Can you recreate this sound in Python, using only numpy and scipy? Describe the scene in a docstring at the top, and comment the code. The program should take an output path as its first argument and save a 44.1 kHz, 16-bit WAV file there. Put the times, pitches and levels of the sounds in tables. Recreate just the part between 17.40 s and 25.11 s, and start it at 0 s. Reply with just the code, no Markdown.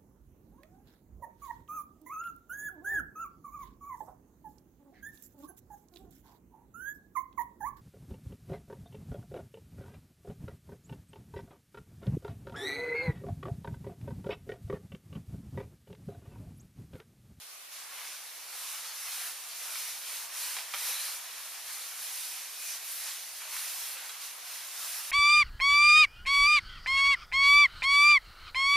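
"""A soft rustle over a faint steady hiss comes first; then a long taffeta dress swishes in a small room
as its wearer walks up, sways and turns. Sliding weave is bright noise whose level follows cloth speed;
flexing folds are a lower noise. Random clicks make the crinkle, bursts of slips the taut snaps, both
with reverberation, and independent noise in two microphones makes the hiss."""
import sys
import numpy as np
from scipy import signal
from scipy.fft import rfft, irfft
from scipy.io import wavfile

SR = 44100
rng = np.random.default_rng(int(sys.argv[2]) if len(sys.argv) > 2 else 0)


def digitize_waveform(pressure):
    """Quantize a signal to 16-bit integers and store it at the path in sys.argv[1].

    Rows of a 2-D input are taken as channels; values are limited to [-1, 1].
    """
    field = np.atleast_2d(pressure).T
    bounded = np.clip(field, -1, 1)
    quanta = np.round(bounded * 32767).astype(np.int16)
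    wavfile.write(sys.argv[1], SR, quanta)


N = 340011  # samples
SIZE, HOP = 1024, 256  # short-time Fourier frame and step, samples
HZ = np.fft.rfftfreq(SIZE, 1 / SR)
FRAME_S = np.arange(N // HOP + 5) * HOP / SR

# swings of the skirt or an arm: start t/s, length/s, moment of top speed (share of length, 0-1),
# then relative levels: sliding weave level/dB, flexing folds level/dB, sheen of fast sliding level/dB
SWISHES = [(0.312, 0.19, 0.1, -50, -61.0, -55), (0.458, 0.25, 0.62, -50.5, -52, -51),
           (0.63, 0.26, 0.15, -47, -60, -54), (1.05, 0.4, 0.72, -45, -55, -46.5),
           (1.41, 0.21, 0.27, -47.5, -53.5, -62), (1.502, 0.45, 0.76, -44.0, -51, -43.5),
           (2.131, 0.52, 0.5, -43, -54.5, -42.5), (2.6, 0.29, 0.53, -45, -57.5, -45.5),
           (2.899, 0.38, 0.43, -41, -53, -42.5), (3.307, 0.33, 0.59, -39, -50, -38),
           (3.567, 0.26, 0.21, -42, -54, -42.5), (4.24, 0.36, 0.24, -48, -68, -48.5),
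           (4.54, 0.17, 0.56, -46, -69, -44), (4.65, 0.47, 0.23, -44, -67, -44.5),
           (5.108, 0.28, 0.83, -44.5, -70, -45), (5.41, 0.27, 0.45, -49, -71, -42.5),
           (5.55, 0.31, 0.43, -44, -55.5, -48), (5.991, 0.13, 0.26, -51, -51.5, -52),
           (6.08, 0.43, 0.18, -42.5, -53.5, -42), (6.215, 0.35, 0.9, -46.5, -56.5, -43),
           (6.523, 0.24, 0.2, -53.5, -53.5, -50.5), (6.8, 0.15, 0.2, -46.5, -74, -49),
           (7.03, 0.29, 0.42, -49, -59, -49.0), (7.294, 0.34, 0.74, -44.5, -56.0, -43.5)]
# stirring between swishes: t/s, flexing folds relative level/dB, sliding weave relative level/dB
STIRRING = [(0.0, -60.5, -52.5), (0.25, -59.5, -54), (0.55, -56.5, -51.5), (1.6, -57.5, -47.2),
            (2.9, -53.5, -48), (3.9, -53.5, -47.5), (5.9, -57.5, -47), (7.0, -54.5, -49), (7.7, -54.5, -44)]
# ribs zipping over each other, a brief pitched crest: t/s, length/s, f/Hz, width/Hz, lift level/dB
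RIB_ZIPS = [(0.63, .16, 2100, 700, 6), (2.115, 0.082, 4300, 1200, 6), (3.60, 0.3, 4000, 380, 6),
            (4.30, 0.27, 4350, 700, 3.5), (5.22, 0.3, 2470, 130, 10.5), (5.32, 0.11, 5800, 1300, 3.5),
            (5.53, .14, 13250, 350, 8), (6.158, .2, 2130, 400, 5.5), (6.445, 0.15, 3280, 400, 6)]
# folds snapping taut: t/s, relative level/dB, decay time of the giving cloth/s
TAUT_SNAPS = [(0.522, -42, .004), (1.128, -34.5, .004), (2.356, -28.5, 0.0037), (3.1667, -20.5, 0.0018),
              (3.187, -27.5, .005), (3.3386, -18, 0.0018), (3.3437, -19, 0.0026), (6.018, -34.5, 0.0051),
              (6.165, -30, 0.0033), (6.694, -28, 0.0034)]
# spectrum of sliding weave: f/Hz, relative density level/dB
WEAVE_SPECTRUM = [(100, -62), (500, -27.5), (1200, -12), (2200, -3.5), (3300, -3), (4050, 0), (4700, -0.15),
                  (5900, 1.5), (7500, -1), (8400, 0), (9200, 2), (11700, 2.5), (13600, -2), (15300, -4)]
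# spectrum of flexing folds: f/Hz, relative density level/dB
FOLD_SPECTRUM = [(85, -58), (150, -28), (220, -25.5), (350, -20.5), (500, -9.5), (700, -3), (1100, 0.5),
                 (1800, 0), (2600, 0), (4200, -6), (7000, -23), (15000, -32)]
# spectrum of creases and snaps: f/Hz, relative density level/dB
SNAP_SPECTRUM = [(60, -43), (200, -34), (550, -10), (1100, 2.5), (2400, 2.5), (4500, 0.5), (6500, -7),
                 (15000, -15)]
# spectrum of the quiet hiss: f/Hz, relative density level/dB
QUIET_SPECTRUM = [(25, -11), (45, -28), (85, -43), (160, -11), (300, -0.5), (700, 8.5), (2000, 0.5),
                  (6000, -0.5), (11000, 5.5), (15000, -5.5)]
# likeness of the two microphones: f/Hz, coherence (0-1)
COHERENCE = [(100, .12), (350, .28), (650, .7), (1100, .85), (1700, .88), (2600, .97), (4400, .91),
             (6400, .35), (8200, .26), (9200, .44), (10300, .27), (11700, .3), (13500, .08)]
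# balance of the microphones: f/Hz, left over right level/dB
BALANCE = [(3000, -0.04), (6500, -1.1), (9500, -1.5), (15000, -1.4)]
# reverberation time of the room: f/Hz, time to fall by 60 dB/s
ROOM_T60 = [(200, 0.25), (2000, 0.31), (6000, 0.43), (15000, .15)]

RING_HZ, RING_WIDTH_HZ, RING_DB = 2380, 92, 0.5  # a hollow ring in the rustle
SPEED_LAW = 0.82  # amplitude grows as this power of the cloth's speed
STIR_SHEEN_DB = -1.8  # sheen of the stirring, relative to its sliding
NOTCH_HZ, EDGE_HZ = 8000, 15320


def weave(level_db=5.0, sheen_share=0.86, sheen_hz=8500, patchy_db=0.55, grain_db=2.0, flutter_db=.45):
    """Friction noise: threads scrape over threads, and the treble follows the sheen of fast sliding."""
    _, slide_db, sheen_db = motion(FRAME_S)
    treble_share = (1 / (1 + (sheen_hz / (HZ + 1)) ** 6))[:, None]
    bright_db = treble_share * (sheen_db - slide_db) * sheen_share
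    # random patches over time and pitch make the noise uneven
    uneven_db = patchy_db * patches(0.039, 660) + grain_db * patches(0.033, 50)
    uneven_db = uneven_db + flutter_db * flutter()
    level = gain_of(level_db + slide_db + bright_db + uneven_db + zips())
    return hiss(colour(WEAVE_SPECTRUM)[:, None] * ring() * level, likeness())


def zips():
    """Periodic excitation: ribs catching at a steady speed lift a narrow band, in dB (bins x frames)."""
    lift_db = 0
    for s, length, hz, width, db in RIB_ZIPS:
        band = 1 / (1 + (2 * (HZ - hz) / width) ** 4)
        envelope = np.exp(-(2 * (FRAME_S - s) / length) ** 2)
        lift_db = lift_db + db * np.outer(band, envelope)
    return lift_db


def flutter(span_s=0.037):
    """Stick-slip: cloth catches and lets go, a quick random waver of rms 1 shared by all pitches."""
    bell = np.exp(-.5 * (2 * np.arange(-40, 41) * HOP / SR / span_s) ** 2)
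    return evened(np.convolve(rng.standard_normal(len(FRAME_S)), bell, "same"))


def folds(level_db=3.0, patchy_db=1.0, grain_db=2.0):
    """Bending and contact noise: broad folds flex and brush each other in a lower, papery rush."""
    flex_db = motion(FRAME_S)[0]
    uneven_db = patchy_db * patches(0.019, 900) + grain_db * patches(0.058, 60)
    level = gain_of(level_db + flex_db + uneven_db)
    return hiss(colour(FOLD_SPECTRUM)[:, None] * ring() * level, likeness())


def ring():
    """Resonance: the gain of one hollow mode against frequency."""
    detuning = 2 * (HZ - RING_HZ) / RING_WIDTH_HZ
    return gain_of(RING_DB / (1 + detuning ** 2))[:, None]


def likeness(growth=2.6, usual_db=-45):
    """Level-dependent coherence: the two channels grow more alike as the sliding noise gets louder."""
    same = np.clip(read(COHERENCE), 0, 1)[:, None]
    excess_db = motion(FRAME_S)[1] - usual_db
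    return np.maximum(1 - (1 - same) * gain_of(-growth * same ** 2 * excess_db), 0)


def motion(t):
    """Power addition: swishes add to the stirring; returns flexing, sliding and sheen in dB at times t."""
    s, *columns = np.transpose(STIRRING)
    flex, slide = [np.interp(FRAME_S, s, c) for c in columns]
    power = gain_of([flex, slide, slide + STIR_SHEEN_DB]) ** 2
    for start, length, crest, slide_db, flex_db, sheen_db in SWISHES:
        envelope = swing(FRAME_S, start, length, crest) ** SPEED_LAW
        power = power + np.outer(gain_of([flex_db, slide_db, sheen_db]), envelope) ** 2
    return [np.interp(t, FRAME_S, 10 * np.log10(p)) for p in power]


def swing(t, start, length, crest):
    """Kinematics of a swing: speed (0-1) gathers from rest to its crest and slows to rest again."""
    u, crest = np.clip((t - start) / length, 0, 1), np.clip(crest, .05, .95)
    return np.sin(np.pi / 2 * np.minimum(u / crest, (1 - u) / (1 - crest)))


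def crinkle(crease_db=-8.0, prickle_db=-9):
    """Impulsive buckling: creases tick as folds flex; finer prickles ride on the sliding weave."""
    flex_db, slide_db, _ = motion(np.arange(N) / SR)
    creases = buckles(per_s=170, spread_db=3.5) * gain_of(crease_db + flex_db)
    prickles = np.array([buckles(per_s=700, spread_db=2.5) for _ in range(2)])
    prickles = prickles * gain_of(prickle_db + slide_db)
    ticks = struck(np.array([creases, creases]), SNAP_SPECTRUM)
    return room(ticks + struck(prickles, WEAVE_SPECTRUM), wet_db=-6.0)


def buckles(per_s, spread_db):
    """Poisson-like process: a random train of tiny clicks, most small and a few large, rms 1."""
    size = gain_of(spread_db * np.minimum(rng.exponential(1, N), 3))
    occurs = rng.random(N) < per_s / SR
    return evened(size * rng.choice([-1, 1], N) * occurs)


def snaps(level_db=-8.3):
    """Sudden tension: a fold pulls taut in a decaying burst of slips lasting a few milliseconds."""
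    t, slips = np.arange(SR // 50) / SR, np.zeros(N)
    for s, db, give_s in TAUT_SNAPS:
        burst = rng.choice([-1, 1], len(t)) * np.exp(-t / give_s)
        slips[round(s * SR):][:len(t)] += gain_of(level_db + db) * burst
    return room(struck(np.array([slips, slips]), SNAP_SPECTRUM), wet_db=0.5)


def room(x, wet_db, early_s=0.02, early_db=-1):
    """Reverberation: direct sound, a quick cluster off near walls and cupboards, a short diffuse tail."""
    early = gain_of(early_db) * np.exp(-FRAME_S / early_s) / np.sqrt(early_s)
    t60 = read(ROOM_T60)[:, None]
    late = gain_of(-60 * FRAME_S / t60) * np.sqrt(np.log(1000) / t60)
    tail = hiss(np.hypot(early, late), read(COHERENCE)[:, None])[:, :SR // 2]
    tail = tail / np.linalg.norm(tail[0])
    return x + gain_of(wet_db) * signal.fftconvolve(x, tail, axes=1)[:, :N]


def quiet(level_db=-57):
    """Incoherent noise: a steady hiss, unrelated at the two microphones."""
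    return hiss(gain_of(level_db) * colour(QUIET_SPECTRUM)[:, None], same=0)


def hiss(gains, same):
    """Filtered noise: gains (bins x frames) shape it; same is the coherence of the microphones."""
    noise = rng.standard_normal((2, (len(FRAME_S) - 1) * HOP))
    a, b = signal.stft(noise, nperseg=SIZE, noverlap=SIZE - HOP)[2]
    same = np.clip(same, -1, 1)
    mid, side = a * np.sqrt((1 + same) / 2), b * np.sqrt((1 - same) / 2)
    pair = np.array([mid + side, mid - side]) * gains
    return signal.istft(pair, nperseg=SIZE, noverlap=SIZE - HOP)[1][:, :N]


def struck(clicks, points):
    """Minimum phase: clicks take on a spectrum with a sharp start and no sound ahead of it."""
    log_gain = np.log(colour(points) + 1e-5)
    circle = np.concatenate([log_gain, log_gain[-2:0:-1]])
    pulse = np.fft.ifft(np.exp(np.conj(signal.hilbert(circle)))).real
    return signal.oaconvolve(clicks, pulse[None], axes=1)[:, :N]


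def patches(span_s, span_hz):
    """Smoothed randomness: a field over frequency and time, rms 1, with patches of the given size."""
    field = rng.standard_normal((len(HZ), len(FRAME_S)))
    for axis, span in enumerate([span_hz * SIZE / SR, span_s * SR / HOP]):
        bell = np.exp(-.5 * (2 * np.arange(-40, 41) / span) ** 2)
        field = signal.fftconvolve(field, np.expand_dims(bell, 1 - axis), "same", axes=axis)
    return evened(field)


def colour(points):
    """Power normalisation: a spectrum as gains that keep the power of white noise."""
    return evened(gain_of(read(points)))


def read(points, hz=HZ):
    """Logarithmic pitch scale: interpolates a table on a log-frequency axis."""
    f, value = np.transpose(points)
    return np.interp(np.log(hz + 1), np.log(f + 1), value)


def evened(x):
    """Root-mean-square normalisation: scales to rms 1."""
    return x / np.sqrt(np.mean(x ** 2) + 1e-20)


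def gain_of(db):
    """Decibel law: level to amplitude."""
    return 10 ** (np.asarray(db) / 20)


def scene():
    """Superposition: the sounds of the dress in the room and the hiss add."""
    return weave() + folds() + crinkle() + snaps() + quiet()


def record(dry):
    """Linear filtering: a slightly brighter right microphone, a narrow notch and a steep band limit."""
    hz = np.fft.rfftfreq(N, 1 / SR)
    balance = gain_of(np.array([[.5], [-.5]]) * read(BALANCE, hz))
    balanced = irfft(rfft(dry) * balance, N)
    notched = signal.lfilter(*signal.iirnotch(NOTCH_HZ, 70, fs=SR), balanced)
    low_pass = signal.firwin(1023, EDGE_HZ, window=("kaiser", 9), fs=SR)
    return signal.oaconvolve(notched, low_pass[None], "same")


dry = scene()
out = record(dry)
digitize_waveform(out)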